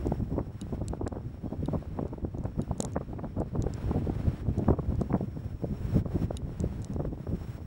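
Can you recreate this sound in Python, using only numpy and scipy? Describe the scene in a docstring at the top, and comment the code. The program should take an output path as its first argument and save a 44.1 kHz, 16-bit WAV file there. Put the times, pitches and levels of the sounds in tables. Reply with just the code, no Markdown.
"""On a beach, gusty wind buffets a microphone. The flowing air makes a low rumble, and eddies
(little whirls of air) thump and flutter as they cross the port, the microphone's opening.
Close by, small dry ticks snap and a hard object clicks and rings a few times.
Behind them a soft wash of shore noise, a hiss and a thin electronic whine drop abruptly and
creep back together, and birds peep faintly far off."""
import sys
import numpy as np
from scipy import signal
from scipy.fft import rfft, irfft, next_fast_len
from scipy.io import wavfile
from scipy.ndimage import uniform_filter1d

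SR = 44100
rng = np.random.default_rng(int(sys.argv[2]) if len(sys.argv) > 2 else 0)


def waveform_to_disk(signal):
    """Save audio, clipped to [-1, 1], as 16-bit WAV at the path in sys.argv[1]."""
    frames = np.transpose(np.atleast_2d(signal))
    scaled = np.clip(frames, -1, 1) * 32767
    samples = np.round(scaled).astype(np.int16)
    wavfile.write(sys.argv[1], SR, samples)


N = 337806
TIME = np.arange(N) / SR


# how strong the low and high parts of the rumble are: f/Hz, level/dB
RUMBLE_SPECTRUM = [(15, -16.5), (28, -12.5), (45, -4), (70, 0), (110, -1.5), (170, -8.5), (260, -14),
                   (420, -25), (700, -36), (1300, -50), (3000, -73.5)]

def rumble(wind_db, level_db=-.5, lumpy_db=3.8, lumpy_hz=25):
    """Flowing air makes slow swings of pressure whose loudness follows the wind."""
    flow = noise(RUMBLE_SPECTRUM)
    steady_flow = flow / np.sqrt(uniform_filter1d(flow ** 2, 3000) + 0.037)
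    lumps = amp(lumpy_db * wander(lumpy_hz))
    return amp(wind_db + level_db) * unit_rms(steady_flow * lumps)


# gusts hitting the port: middle t/s, level/dB, length/s, swirl f/Hz, core level against the swirl/dB
GUSTS = [(0.06, -25.5, 0.017, 151, -10), (.122, -20, 0.0054, 194, -6), (0.326, -35, .028, 153, 1),
         (0.391, -28.5, 0.045, 205, 4), (.735, -32.5, 0.017, 187, -19), (0.816, -28, 0.0086, 190, -16),
         (0.935, -33, 0.016, 195, -1.5), (1.015, -33.5, 0.035, 187, 4), (1.069, -28.5, 0.01, 284, -7),
         (1.127, -37.5, 0.028, 194, 0.5), (1.163, -37.5, 0.047, 248, -17), (1.458, -30, 0.0096, 137, -27),
         (1.53, -30.5, .021, 188, -16), (1.632, -25.5, 0.0059, 115, -32), (1.687, -29, 0.011, 187, -1.5),
         (1.718, -53.5, 0.0028, 177, 1), (1.74, -28.5, 0.03, 214, -1.5), (1.828, -39, 0.0052, 224, -18),
         (1.989, -31.5, 0.036, 212, 3), (2.031, -30.5, 0.013, 160, -1), (2.055, -30, 0.0083, 173, -4),
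         (2.136, -36.5, 0.019, 202, 2), (2.181, -35.5, 0.008, 180, -12), (2.25, -31, 0.014, 166, 1.5),
         (2.351, -34.5, 0.0066, 151, -15), (2.387, -28.5, 0.0067, 123, -22), (2.455, -36, 0.058, 246, 7.5),
         (2.595, -31.5, 0.026, 177, 6.5), (2.714, -37.5, 0.026, 195, 11.5), (2.803, -30.5, .02, 164, 6.5),
         (2.849, -38, 0.05, 242, 5.5), (2.964, -26, 0.017, 282, -0.5), (3.015, -34, 0.015, 211, 1.5),
         (3.133, -35.5, 0.013, 236, -18), (3.192, -36.5, 0.017, 292, -3), (3.246, -35.5, 0.035, 232, 3.5),
         (3.379, -32.5, 0.02, 223, -12), (3.415, -28, .024, 202, -5.5), (3.557, -31.5, 0.023, 215, 0),
         (3.641, -30.5, 0.0076, 132, 6), (3.669, -24, 0.0075, 192, 1), (3.914, -19.5, 0.0095, 173, -13),
         (3.961, -25.5, 0.036, 148, -1), (4.072, -28, 0.01, 119, 2), (4.098, -22, .0076, 193, -7.5),
         (4.27, -30, 0.04, 116, -19), (4.487, -28.5, 0.011, 119, -37), (4.598, -33, 0.086, 167, -22),
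         (4.685, -21, 0.012, 242, -4), (4.707, -16.5, 0.011, 168, -3.5), (4.734, -33, 0.022, 232, 0),
         (4.792, -24.5, 0.0073, 210, -1), (4.922, -33.5, .036, 192, -13), (5.012, -25, 0.014, 200, -5),
         (5.102, -34, 0.017, 215, -14), (5.129, -36, .005, 252, 4.5), (5.149, -23, 0.024, 225, -4),
         (5.211, -21, 0.0042, 130, -10.5), (5.374, -31.5, 0.0089, 151, -21),
         (5.647, -26.5, 0.012, 142, -12), (5.721, -35, 0.042, 119, -35), (5.966, -20, 0.016, 99, -4.5),
         (6.06, -28, 0.011, 185, -9), (6.165, -32, 0.079, 110, 0), (6.228, -30.5, 0.025, 116, -8),
         (6.309, -29.5, 0.0068, 177, 6.5), (6.642, -18.5, 0.0042, 114, -26),
         (6.964, -25.5, .0058, 163, -11), (7.004, -31.5, .018, 210, 2), (7.052, -28, 0.005, 217, -2),
         (7.13, -35.5, 0.022, 172, -25), (7.272, -33.5, 0.007, 210, -32), (7.329, -29.5, .025, 111, -53)]

def buffets(core_s=.003, core_ratio=1.405, size=4096):
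    """Each gust thumps: a slow swirl of air with a brief, faster core at its middle."""
    out = np.zeros(N)
    t = (np.arange(size) - size // 2) / SR
    for s, db, length, peak_hz, core_db in GUSTS:
        swirl = eddy(t, length, peak_hz)
        core = amp(core_db) * eddy(t, core_s, core_ratio * peak_hz)
        add(out, s + t[0], amp(db) * (swirl + core))
    return out


def eddy(t, length, peak_hz, rise=0.38, fall=0.45, steadiness=0.79, sputter_db=6.5, sputter_hz=150):
    """One whirl of air crosses the port around t = 0 in a short, sputtering burst of pressure swings."""
    swirl = unit_rms(eddy_tone(rng.standard_normal(len(t)), peak_hz))
    power = uniform_filter1d(abs(signal.hilbert(swirl)) ** 2, size=130)
    swirl = unit_rms(swirl / (power + .05) ** (steadiness / 2))  # makes the swings alike in size
    sputter = amp(sputter_db * wander(sputter_hz, len(t)))
    width_s = length * np.where(t < 0, rise, fall)
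    fade = np.exp(-.5 * (t / width_s) ** 2)
    return unit_rms(swirl * sputter * fade) * np.sqrt(np.mean(fade ** 2))


def eddy_tone(x, peak_hz):
    """Gives x the dull tone of an eddy's smooth push; a faster eddy has a higher peak_hz."""
    return colour(x, lambda f: f / peak_hz * np.exp(-f / peak_hz))


# the breeze, strongest just past the middle: t/s, level/dB
BREEZE = [(0, -30.5), (.08, -30.5), (.2, -33), (.55, -39), (.75, -35), (1.0, -38), (1.4, -39.5), (2.1, -38),
          (2.45, -38), (3.5, -38.5), (4.0, -29), (4.4, -34.5), (4.95, -35.5), (5.4, -37), (5.9, -36),
          (6.2, -35), (6.42, -36), (7.66, -38.5)]

def wind_strength(push_db=-4.0, push_s=0.024, ref_s=0.019, ref_hz=150, size=12000):
    """The breeze plus a brief push from every gust, in dB; long, slow gusts push hardest."""
    power = amp(curve(BREEZE)) ** 2
    t = (np.arange(size) - size // 2) / SR
    for s, db, length, peak_hz, _ in GUSTS:
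        push = amp(db + push_db + 4 * np.log2(ref_hz / peak_hz))  # 4 dB more for each octave lower
        add(power, s + t[0], push ** 2 * length / ref_s * np.exp(-(t / push_s) ** 2))
    return 10 * np.log10(power)


def flutter(extra_wind_db, level_db=-46.0, follow=0.86, fast_db=-11, slow_swing_db=9.5, fast_swing_db=7):
    """Countless small eddies come in bursts; the faster ones sound brighter and quieter."""
    speed = np.minimum(wander(hz=50), 2)
    slow = eddy_tone(rng.standard_normal(N) * amp(slow_swing_db * speed), peak_hz=110)
    fast = eddy_tone(rng.standard_normal(N) * amp(fast_swing_db * speed), peak_hz=210)
    return amp(level_db + follow * extra_wind_db) * (unit_rms(slow) + amp(fast_db) * unit_rms(fast))


def flaps(extra_wind_db, level_db=-51.5, follow=.7, per_s=40, crowding=0.4, spread_db=3.0):
    """Single small eddies snap across the port at random, harder and more often in stronger wind."""
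    strength = amp(spread_db * np.minimum(rng.exponential(1, N), 3))
    direction = rng.choice([-1, 1], N)
    hits = rng.random(N) < per_s * amp(crowding * extra_wind_db) / SR
    snaps = eddy_tone(strength * direction * hits, peak_hz=230)
    return amp(level_db + follow * extra_wind_db) * unit_rms(snaps)


# how well the port lets each frequency through: f/Hz, level/dB
PORT_RESPONSE = [(20, -25), (60, -35), (130, 3.5), (300, 0.5), (600, -0.5), (1100, 0.5), (1700, 1.5),
                 (2600, 4.5), (5000, -38), (9000, -60)]

def port(pressure):
    """The opening passes the eddies' pressure but holds back deep bass and high treble."""
    return shape(pressure, PORT_RESPONSE)


# dry ticks: t/s, level/dB, centre f/Hz
DRY_TICKS = [(0.071, -37.5, 6340), (0.8835, -24.5, 7700), (1.0774, -27.5, 7400), (2.081, -49, 6400),
             (2.384, -48.5, 6500), (2.44, -47, 6900), (2.781, -44, 7500), (2.8047, -16, 7700),
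             (2.8254, -24, 8200), (2.8498, -21, 7450), (2.921, -43, 7750), (2.9342, -44, 6050),
             (3.402, -41.5, 7840), (3.623, -32, 6600), (3.738, -34.5, 6270), (4.583, -38.5, 6130),
             (4.956, -47, 6100), (5.013, -38.5, 5330), (6.603, -32.5, 7040), (6.819, -42, 6960),
             (6.8252, -45, 5470), (6.8461, -28.5, 6800), (6.935, -44.5, 6400)]
# the tone that all ticks share: f/Hz, level/dB
TICK_SPECTRUM = [(500, -28), (2000, 1.5), (3300, -1.5), (4200, 4.5), (5500, 0.5), (7000, 3), (9200, 1),
                 (10300, -7.5), (12500, -19), (15000, -13)]

def ticks(crack_db=7, decay_s=0.00059, tail_db=-30, tail_s=.003, spread=1.22,
          knock_hz=4300, knock_db=-25, knock_s=0.0011):
    """Each tiny snap is a sharp crack and its crumbling, heard in one broad band, plus a faint knock."""
    out = np.zeros(N)
    t = np.arange(1024) / SR
    crack = amp(crack_db) * (t == 0)
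    fade = np.exp(-t / decay_s) + amp(tail_db) * np.exp(-t / tail_s)
    knock = amp(knock_db) * np.exp(-t / knock_s) * np.sin(2 * np.pi * knock_hz * t)
    for s, db, hz in DRY_TICKS:
        crumble = rng.standard_normal(len(t)) * fade
        band = signal.butter(1, [hz / spread, hz * spread], "band", fs=SR, output="sos")
        tick = signal.sosfilt(band, crack + crumble)
        add(out, s, amp(db) * (tick / abs(tick).max() + knock))
    return shape(out, TICK_SPECTRUM)


# knocks on one small hard object: t/s, peak level/dB, treble lift/(dB per octave)
KNOCKS = [(0.614, -31.5, 7), (1.6583, -36.5, 7.5), (2.6169, -37.5, 8.5), (6.3698, -28.5, 9),
          (6.3723, -56, 15)]
# the tones it rings with: f/Hz, level/dB, time to fade by 60 dB/s
RING_TONES = [(2930, -5.5, 0.026), (3675, -2, 0.0058), (3793, 1.5, 0.014), (4800, -6, 0.0087),
              (5800, -34, 0.01), (6640, -9.5, 0.0092), (7150, -9, 0.0069), (9330, -12, 0.0051),
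              (10000, -12.5, 0.01), (12600, -28, 0.0071)]

def clicks(rise_s=0.0001):
    """Light knocks make a small hard object ring briefly with all its tones at once."""
    out = np.zeros(N)
    t = np.arange(4096) / SR
    for s, db, lift_db in KNOCKS:
        ring = np.zeros(len(t))
        for hz, tone_db, fade_s in RING_TONES:
            fade = amp(tone_db + lift_db * np.log2(hz) - 60 * t / fade_s)
            ring += fade * np.sin(2 * np.pi * (hz * t + rng.random()))
        ring *= 1 - np.exp(-t / rise_s)
        add(out, s, amp(db) * ring / abs(ring).max())
    return out


# the tone of the distant shore: f/Hz, level/dB
WASH_SPECTRUM = [(40, -28), (150, 0.5), (400, 13.5), (800, 10.5), (1400, 8.5), (2500, 1.5), (4000, -4.5),
                 (6500, -12.5), (10000, -14), (16000, -35)]
# how the wash drifts louder and softer against the hiss: t/s, level/dB
WASH_DRIFT = [(0, -1), (.3, -3), (1.05, 0.5), (1.4, -2), (2, 1.5), (2.6, -2), (3.1, 1), (4.2, 3.5),
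              (5.5, -4), (6.7, -.5), (7.66, -5)]

def shore_wash(gain_db=15):
    """The distant shore makes a soft, slowly drifting rush of noise."""
    return amp(gain_db + curve(WASH_DRIFT)) * noise(WASH_SPECTRUM)


# the tone of the hiss, with a narrow bump near 5500 Hz: f/Hz, level/dB
HISS_SPECTRUM = [(1000, 6.5), (4900, -4.5), (5250, 14.5), (5380, 17.5), (5510, 24), (5700, 5.5), (7200, 8),
                 (7800, 10), (8400, 7), (9600, 2.5), (11500, 1), (15700, -0.5), (16000, -31)]

def hiss(gain_db=-0.5):
    """A bright, even noise."""
    return amp(gain_db) * noise(HISS_SPECTRUM)


def whine(hz=15631, gain_db=-3):
    """A thin electronic whine: one very high, pure tone."""
    return amp(gain_db) * unit_rms(np.sin(2 * np.pi * hz * TIME))


# slow rise and fall of the background: t/s, level/dB
BACKGROUND_SWELL = [(0, -68.5), (.45, -72.5), (.74, -71), (1.15, -78.5), (1.7, -73.5), (2.25, -78.5),
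                    (2.77, -73.5), (3.0, -78), (3.5, -80.5), (3.8, -71), (4.35, -70), (4.9, -71.5),
                    (5.6, -71), (5.93, -63.5), (6.25, -60.5), (7.1, -77), (7.5, -66.5), (7.66, -68.5)]
# sudden drops of the background: lowest point t/s, depth/dB
BACKGROUND_DIPS = [(.211, 5.5), (.487, 3), (.785, 5), (.997, 6), (1.869, 2.5), (2.194, 3), (2.694, 1.5),
                   (4.018, 4), (4.437, 10.5), (4.733, 7.5), (5.305, 3), (5.541, 4), (5.684, 3),
                   (6.025, 17.5), (6.275, 13.5), (6.402, 11), (6.818, 1.5), (7.599, 7.5)]

def background(fall_s=0.028, recover_s=0.14, waver_db=1.17, waver_hz=28):
    """Wash, hiss and whine swell, waver, drop abruptly and creep back, all together."""
    dip_db = np.zeros(N)
    t = TIME[:SR]
    dip = np.minimum(t / fall_s, np.exp((fall_s - t) / recover_s))
    for s, depth_db in BACKGROUND_DIPS:
        add(dip_db, s - fall_s, depth_db * dip)
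    level = amp(curve(BACKGROUND_SWELL) - dip_db + waver_db * wander(waver_hz))
    return level * (shore_wash() + hiss() + whine())


# bird calls: t/s, length/s, f/Hz, level/dB
BIRD_PEEPS = [(1.41, .16, 3260, -75), (1.41, .13, 4420, -79), (1.58, .08, 3280, -75)]

def birds(waver=0.01):
    """Birds far along the shore give thin, nearly pure whistles that swell and fade."""
    out = np.zeros(N)
    for s, length, hz, db in BIRD_PEEPS:
        t = np.arange(0, length, 1 / SR)
        drift = unit_rms(uniform_filter1d(rng.standard_normal(SR), size=400))[:len(t)]
        cycles = np.cumsum(hz * (1 + waver * drift)) / SR
        add(out, s, amp(db) * np.sin(np.pi * t / length) * np.sin(2 * np.pi * cycles))
    return out


def amp(db):
    """Turns decibels into a number to multiply by."""
    return 10 ** (np.asarray(db) / 20)


def unit_rms(x):
    """Scales x so that its typical size (rms) is 1."""
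    return x / np.sqrt(np.mean(x ** 2) + 1e-30)


def curve(points):
    """Joins (time, level) points with straight lines across the whole scene."""
    return np.interp(TIME, *np.transpose(points))


def colour(x, gain):
    """Turns each frequency f in x up or down by gain(f)."""
    size = next_fast_len(len(x))
    return irfft(rfft(x, size) * gain(np.fft.rfftfreq(size, 1 / SR)), size)[:len(x)]


def shape(x, spectrum):
    """Filters x by a table of (frequency, level) points."""
    hz, db = np.transpose(spectrum)
    return colour(x, lambda f: amp(np.interp(np.log(f + 1), np.log(hz + 1), db)))


def noise(spectrum):
    """Noise of typical size 1 with the tone that the table gives."""
    return unit_rms(shape(rng.standard_normal(N), spectrum))


def wander(hz, size=N):
    """A smooth random wobble of typical size 1 that moves up to about hz times a second."""
    return unit_rms(colour(rng.standard_normal(size), lambda f: np.exp(-(f / hz) ** 2)))


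def add(mix, s, sound):
    """Adds a sound into the mix, starting at s seconds."""
    start = round(s * SR)
    sound = sound[max(-start, 0):]
    part = mix[max(start, 0):][:len(sound)]
    part += sound[:len(part)]


def scene():
    """Wind on the microphone over the quiet beach, in one channel."""
    wind_db = wind_strength()
    extra_wind_db = wind_db - wind_db.mean()
    eddies = port(flutter(extra_wind_db) + buffets() + flaps(extra_wind_db))
    beach = background() + ticks() + clicks() + birds()
    return (rumble(wind_db) + eddies + beach)[None]


def record(dry):
    """The recorder cuts off the highest treble."""
    low_pass = signal.firwin(511, cutoff=16300, window=("kaiser", 9), fs=SR)
    return signal.oaconvolve(dry, low_pass[None], "same")


dry = scene()
out = record(dry)
waveform_to_disk(out)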